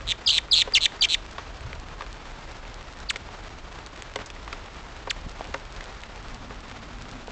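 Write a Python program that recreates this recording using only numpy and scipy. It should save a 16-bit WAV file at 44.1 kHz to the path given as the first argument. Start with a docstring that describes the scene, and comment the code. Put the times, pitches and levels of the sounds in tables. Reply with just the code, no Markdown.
"""Hummingbird at a feeder

A hummingbird on a plastic feeder, very close, gives a burst of chips: whistled slurs and fast trills.
Two single falling chips come later. The voice is a sine swept in pitch, harsher as it drops.
Ticks and knocks are short noisy clicks through resonances; they set the feeder's modes ringing.
Behind lie shaped noise for the garden rumble, random patter, low buffets, a thin whine and a late hum."""
import sys
import numpy as np
from scipy import signal
from scipy.fft import rfft, irfft
from scipy.io import wavfile

SR = 44100
rng = np.random.default_rng(int(sys.argv[2]) if len(sys.argv) > 2 else 0)


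def materialize(psi):
    """Save the field psi as 16-bit PCM at rate SR to the path in sys.argv[1].

    A 1-D psi becomes a single channel; in a 2-D psi each row is a channel.
    """
    bounded = np.clip(np.atleast_2d(psi).T, -1, 1)
    quanta = np.round(bounded * 32767).astype(np.int16)
    wavfile.write(sys.argv[1], SR, quanta)


N = 322371
TIME = np.arange(N) / SR
CUTOFF_HZ = 8100


def from_db(db):
    """Decibels to gain."""
    return 10 ** (np.asarray(db) / 20)


def rms_one(x):
    """Scale to rms 1."""
    return x / np.sqrt(np.mean(x ** 2) + 1e-20)


def butter(x, hz, kind, order=2):
    """Causal Butterworth filter."""
    sos = signal.butter(order, np.clip(hz, 10, .45 * SR), kind, fs=SR, output="sos")
    return signal.sosfilt(sos, x + 1e-18)


def flutter(hz, size):
    """Low-passed noise: a random wobble up to a given rate, rms 1."""
    settle = SR // 4
    noise = rng.standard_normal(size + settle)
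    return rms_one(butter(noise, hz, "low")[settle:])


def add(out, start_s, sound):
    """Mix a sound in at a time."""
    i = max(int(start_s * SR), 0)
    out[i:i + len(sound)] += sound[:max(N - i, 0)]


def fade(t, length, attack, release):
    """Straight attack, hold and release, as a gain."""
    return np.clip(np.minimum(t / attack, (length - t) / release), 0, 1)


def ring(x, hz, t60_s):
    """Two-pole mode: a unit click sets off a decaying sine of height 1."""
    r = from_db(-60 / (t60_s * SR))
    w = 2 * np.pi * hz / SR
    return signal.lfilter([0, np.sin(w)], [1, -2 * r * np.cos(w), r * r], x + 1e-18)


def resonance(x, hz, q):
    """Single band-pass resonance."""
    b, a = signal.iirpeak(hz, max(q, .4), fs=SR)
    return signal.lfilter(b, a, x)


def narrow_band(hz, width_hz):
    """Unsteady tone: sine and cosine with independent random amplitudes; rms about 0.7."""
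    phase = 2 * np.pi * np.cumsum(hz * np.ones(N)) / SR
    in_phase = flutter(width_hz, N) * np.sin(phase)
    quadrature = flutter(width_hz, N) * np.cos(phase)
    return (in_phase + quadrature) / np.sqrt(2)


def garden(x, tail_db=-24, t60_s=0.31):
    """Discrete echoes from feeder, ground and wall, plus a decaying scatter from walls and leaves."""
    # Each row: delay in seconds, level in dB.
    echo_rows = [(.0009, -35), (.0017, -41.5), (.0026, -28), (.0043, -15), (0.0117, -36)]
    t = TIME[:SR // 2]
    scatter = rng.standard_normal(len(t)) * from_db(-60 * t / t60_s)
    scatter = scatter / np.sqrt(np.sum(scatter ** 2))
    out = x + from_db(tail_db) * signal.fftconvolve(x, scatter)[:N]
    for delay_s, db in echo_rows:
        add(out, delay_s, from_db(db) * x)
    return out


def air(level_db=-40, waver_db=1.77, rumble_db=-0.56, hiss_db=0.12):
    """Spectrally shaped noise: a steady rumble under a soft, slightly wavering hiss."""
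    # Spectrum of the garden air. Each row: frequency in Hz, relative density in dB.
    spectrum = [(12, -28), (20, -0.5), (42, 2), (119, -12.5), (258, -18), (340, -16), (376, -17.5),
                (483, -18), (739, -16.5), (1280, -18), (1380, -19), (1570, -20.5), (4070, -28),
                (7240, -36.5), (8000, -44.5), (10400, -96.5), (17600, -120)]
    hz, db = np.transpose(spectrum)
    bins_hz = np.maximum(np.arange(N // 2 + 1) * SR / N, 1)
    colour = from_db(np.interp(np.log(bins_hz), np.log(hz), db))
    shaped = irfft(rfft(rng.standard_normal(N)) * colour, N)
    noise = from_db(level_db) * rms_one(shaped)
    low = butter(noise, 140, "low", order=1)
    hiss_gain = from_db(hiss_db + waver_db * flutter(23.4, N))
    return from_db(rumble_db) * low + (noise - low) * hiss_gain


def drone(hum_hz=242, width_hz=34, octave_below_db=-3):
    """Narrow noise bands: a faint whine all along, and a far hum, like traffic, that comes up near the end."""
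    # Steady whine: frequency in Hz, level in dB.
    whine_hz, whine_db = (425, -67)
    start_s, rise_s, faint_db, loud_db = 6.07, 0.39, -61, -46.5
    level_db = np.interp(TIME, [start_s, start_s + rise_s], [faint_db, loud_db])
    hum = narrow_band(hum_hz, width_hz)
    hum = hum + from_db(octave_below_db) * narrow_band(hum_hz / 2, width_hz)
    return from_db(level_db) * hum + from_db(whine_db) * narrow_band(whine_hz, 5)


def patter(per_s=45, level_db=-55, spread_db=5.0, tilt=0.25):
    """Many faint ticks: random impulses of random size excite seven resonances."""
    out = np.zeros(N)
    pitches_hz = np.geomspace(600, 4000, num=7)
    for hz in pitches_hz:
        born = rng.random(N) < per_s / len(pitches_hz) / SR
        sizes = from_db(spread_db * np.minimum(rng.exponential(1, N), 2))
        signs = rng.choice([-1, 1], N)
        out += resonance(born * sizes * signs, hz, 1.33) / hz ** tilt
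    return from_db(level_db) * rms_one(garden(out))


def buffets():
    """Soft buffets on the microphone: band-limited low noise under a Hann swell."""
    # Each row: centre in seconds, length at half height in seconds,
    # rms before the swell in dB, nominal top frequency in Hz.
    buffet_rows = [(0.039, 0.17, -39, 91), (1.665, 0.085, -36.5, 109), (1.769, .08, -35.5, 82),
                   (5.269, 0.0158, -32.5, 294), (5.492, 0.036, -41.5, 420)]
    out = np.zeros(N)
    for centre_s, length_s, level_db, top_hz in buffet_rows:
        n = int(2 * length_s * SR)
        puff = rms_one(butter(flutter(top_hz, n), [35, 1.24 * top_hz], "band"))
        puff = from_db(level_db) * puff * np.hanning(n)
        early = max(int((length_s - centre_s) * SR), 0)  # samples falling before time zero
        add(out, centre_s - length_s, puff[early:])
    return out


def syrinx(hz, level_db, second_db=-12, third_db=-18, other_side_db=-9, rasp=0.11, hiss_db=-20,
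           clean_hz=4500, rough_hz=2400):
    """A whistle that is pure when high and turns harsh and rich in overtones as it drops."""
    n = len(hz)
    harsh = np.clip((clean_hz - hz) / (clean_hz - rough_hz), .03, 1)
    turn = 2 * np.pi * np.cumsum(hz) / SR
    phase = turn + rasp * harsh * flutter(810, n)
    second = from_db(second_db) * np.sqrt(harsh) * np.sin(2 * phase)
    third = from_db(third_db) * harsh * np.sin(3 * phase)
    # low notes: the other side of the syrinx joins at its own pitch, with sum and beat tones
    other_phase = 1.27 * turn + .7 * flutter(500, n)
    mixed = np.sin(other_phase) + .5 * np.sin(other_phase + phase)
    mixed = mixed + 0.12 * np.sin(2 * phase - other_phase)
    other = from_db(other_side_db) * harsh ** 2 * mixed
    breath = rms_one(butter(rng.standard_normal(n), [3000, 10000], "band"))
    hiss = from_db(hiss_db) * harsh * breath
    fundamental = np.sin(phase) * (1 + rasp * harsh * flutter(1300, n))
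    tone = fundamental + second + third + other + hiss
    edges = signal.windows.tukey(n, min(.003 * SR / n, 1))  # 1.5 ms each
    return tone * from_db(level_db) * edges


def trill(length_s, mid_hz, level_db, swell_db, dip_db, swing_hz=900, overtone_db=-13):
    """The pitch warbles fast; each upstroke bursts out abruptly and fades over the top."""
    warbles_per_s, speed_up = 160, 0.1  # mean rate, before rounding to whole warbles; starts slow
    droop_hz, swell_power = 280, 2.4    # most of the swell comes early, of the droop late
    t = TIME[:int(length_s * SR)]
    n, u = len(t), t / length_s
    cycle = round(warbles_per_s * length_s) * (u - speed_up * u * (1 - u))
    cycle = cycle + .02 * flutter(110, n)
    closed = np.interp((cycle - .14) % 1, [0, .17, .28, .68], [1, 0, .08, 1])
    centre_hz = mid_hz - droop_hz * u ** 4
    hz = centre_hz - swing_hz * np.cos(2 * np.pi * cycle) + 110 * flutter(500, n)
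    effort_db = level_db - swell_db * (1 - u) ** swell_power
    uneven_db = 1.2 * flutter(120, n)
    pulsed_db = effort_db + uneven_db - dip_db * closed
    return syrinx(hz, pulsed_db, second_db=overtone_db, other_side_db=-9, hiss_db=-8)


def slur(rows, ease=0.23):
    """The pitch swings from one turning point to the next, slowing at each."""
    s, hz, level_db = np.transpose(rows)
    t = np.arange(s.min(), s.max(), 1 / SR)
    point = np.arange(len(s))
    place = np.interp(t, np.sort(s), point)
    eased = place - min(ease, 1) * np.sin(2 * np.pi * place) / (2 * np.pi)
    return syrinx(np.interp(eased, point, hz), np.interp(place, point, level_db))


def whistle(length_s, held_s, first_hz, last_hz, lateness, warbles_per_s, depth_octaves, level_db):
    """A high note is held, then breaks into slow downward warbles while its crests sag."""
    edge_depth = 0.447  # warble depth at either end, as a share of that midway
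    best_hz, loss_db_per_octave = 3470, 9  # loudest pitch, weaker to either side
    bill_hz, bill_q, bill_db = 3270, 11, -8.5
    t = TIME[:int(length_s * SR)]
    since_s = np.maximum(t - held_s, 0)
    u = since_s / (length_s - held_s)
    crest_hz = first_hz * (last_hz / first_hz) ** (u ** lateness)
    reach_octaves = depth_octaves * (1 - (1 - edge_depth) * (2 * u - 1) ** 2)
    hz = crest_hz * 2 ** (-reach_octaves * np.sin(np.pi * warbles_per_s * since_s) ** 2)
    loss_db = loss_db_per_octave * np.abs(np.log2(hz / best_hz))
    voice = syrinx(hz, level_db - loss_db, second_db=-11.5, other_side_db=-4, rough_hz=2450)
    # notes lingering near its pitch set the open bill ringing
    voice = voice + from_db(bill_db) * resonance(voice, bill_hz, bill_q)
    return voice * fade(t, length_s, attack=.0035, release=.007)


def stray_touches(per_s=2.2, peak_db=-29, spread_db=-2.0, mid_hz=1500, spread_octaves=0.71):
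    """Tick rows for light touches, spread loosely at random over the whole time."""
    t60_s, push_db = 0.007, -49.5
    rows = []
    for k, (when, force, pitch) in enumerate(rng.uniform(-1, 1, (int(per_s * N / SR), 3))):
        start_s = (k + .5 + .5 * when) / per_s
        hz = mid_hz * 2 ** (spread_octaves * pitch)
        rows.append((start_s, peak_db + spread_db * force, hz, t60_s, push_db))
    return rows


def ticks(rattle=0.65, q=1.0, tone_q=3.7, tone=1.0, brightness=3.5):
    """Each touch is a click with a short rattle and a pitch of its own, and drives the feeder's modes."""
    # Clearer ticks and knocks. Each row: start in seconds, click peak in dB, centre in Hz,
    # rattle t60 in seconds, push on the feeder in dB.
    tick_rows = [ (0.6747, -26.5, 1110, 0.017, -31), (0.7231, -21.5, 2500, .003, -44),
                 (0.9954, -30, 2380, .004, -58), (1.3824, -22.5, 1210, 0.055, -40),
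                 (1.73, -22.5, 1770, 0.011, -43), (2.0080, -23, 1100, .025, -47),
                 (2.0206, -24.5, 1390, .02, -42), (3.1589, -19.5, 2220, 0.02, -41),
                 (4.0224, -20.5, 2490, 0.006, -48), (4.1585, -19.5, 2330, 0.018, -28.5),
                 (4.1893, -27, 1520, .015, -40), (4.2600, -32, 6200, .045, -60),
                 (4.302, -25, 2800, 0.012, -52), (4.4778, -26, 1260, .015, -53),
                 (4.5280, -19.5, 1440, 0.028, -40.5), (5.0729, -25.5, 900, .038, -34),
                 (5.4087, -19.5, 674, 0.01, -50), (5.4524, -27, 1190, .004, -55),
                 (5.5405, -22.5, 1700, 0.029, -33.5), (5.5438, -14.5, 1440, 0.0092, -30.5),
                 (5.8078, -26, 2020, .021, -60), (6.0355, -23.5, 2070, 0.0091, -68),
                 (6.5080, -24, 760, 0.0082, -41), (7.2812, -25, 794, 0.004, -42.5), ]
    # Modes of the plastic feeder. Each row: frequency in Hz, gain in dB, t60 in seconds.
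    feeder_modes = [(278, -12, 0.12), (414.7, -1.5, 0.11), (539, 3, 0.065), (758, -2, .035),
                    (942, -2, 0.056), (1080, 0.5, 0.036), (1450, -14.5, .05), (1526, -5.5, 0.056),
                    (2040, -17, 0.074), (2880, -14.5, 0.082)]
    out, pushes, t = np.zeros(N), np.zeros(N), TIME[:SR // 10]
    for start_s, peak_db, hz, t60_s, push_db in list(tick_rows) + stray_touches():
        contact = rattle * rng.standard_normal(len(t)) * from_db(-60 * t / t60_s)
        contact[0] += 2
        click = resonance(contact, hz, q) + tone * resonance(contact, hz, tone_q)
        click = butter(click, min(brightness * hz, CUTOFF_HZ), "low")  # lower touches are duller
        add(out, start_s, from_db(peak_db) * click / np.abs(click).max())
        add(pushes, start_s, from_db([push_db]))
    for k, (hz, db, t60_s) in enumerate(feeder_modes):
        out += (-1) ** k * from_db(db) * ring(pushes, hz, t60_s)  # signs alternate
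    return out


def chip(length_s, first_hz, last_hz, level_db):
    """A plunge that lingers at the top and speeds up, swelling to its middle and dying at the bottom."""
    u = np.linspace(0, 1, int(length_s * SR))
    hz = first_hz * (last_hz / first_hz) ** (u ** 2.35)
    voice = syrinx(hz, level_db, second_db=-9, third_db=-19, other_side_db=-19, hiss_db=-11)
    return voice * fade(u, 0.95, attack=0.58, release=0.19)  # shares of the length


def throat(x, hz=3700, q=1.0, boost=0.082, gain_db=-1.28):
    """The windpipe and open bill favour the middle of the bird's range."""
    return from_db(gain_db) * (x + boost * resonance(x, hz, q))


def bird():
    """All calls through one throat: trills that close with a flick, whistles, single chips."""
    # Levels are ahead of the throat and of each call's own shaping.
    # Each row: start in seconds, end in seconds, mid pitch in Hz, level in dB, swell in dB,
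    # dip between pulses in dB, gain of the closing flick in dB.
    trill_rows = [ (0.069, 0.116, 3100, -12.5, 17, 21, -15), (0.3146, 0.379, 3387, -13, 2, 13.5, -10.5),
                  (0.5488, 0.616, 3437, -9.5, 2.5, 14, -10.5), (0.806, 0.8545, 3360, -10.5, 10, 19, -8.5),
                  (1.0856, 1.1417, 3300, -13, 9.5, 14.5, -11), ]
    # Slower last swing of every trill. Each row: seconds after the trill, pitch in Hz, level in dB.
    flick_points = [(0, 2300, -3), (.0032, 3830, 1.5), (.008, 1740, -11), (.0115, 2800, -13.5)]
    # Each row: start in seconds, length in seconds, held part in seconds, first pitch in Hz,
    # last crest in Hz, lateness of the sag (power), warbles per second, depth in octaves, level in dB.
    whistle_rows = [ (0.2607, 0.057, 0.0093, 4940, 4770, 1.15, 67, .82, -13.5),
                    (0.511, 0.04, .0070, 4860, 3770, 0.67, 101, 0.31, -11.5),
                    (0.7359, .0505, .0095, 4800, 2404, .62, 46, .42, -10.5),
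                    (1.0083, .0515, 0.0092, 4720, 2320, 2.5, 60.5, .78, -13), ]
    # Each row: start in seconds, length in seconds, first pitch in Hz, last pitch in Hz, level in dB.
    chip_rows = [(3.0866, .028, 4750, 777, -18.5), (5.0952, .0215, 4820, 868, -19)]
    out = np.zeros(N)
    for start_s, end_s, *shape, flick_db in trill_rows:
        add(out, start_s, trill(end_s - start_s, *shape))
        add(out, end_s, from_db(flick_db) * slur(flick_points))
    for start_s, *shape in whistle_rows:
        add(out, start_s, whistle(*shape))
    for start_s, *shape in chip_rows:
        add(out, start_s, chip(*shape))
    return throat(out)


def scene():
    """Bird and ticks close by, the background behind them."""
    close = garden(bird() + ticks())
    return (close + patter() + buffets() + air() + drone())[None]


def record(dry):
    """Steep elliptic low-pass: 0.1 dB ripple below the cut-off, at least 70 dB down in the stop band."""
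    return signal.sosfilt(signal.ellip(12, .1, 70, CUTOFF_HZ, fs=SR, output="sos"), dry)


dry = scene()
out = record(dry)
materialize(out)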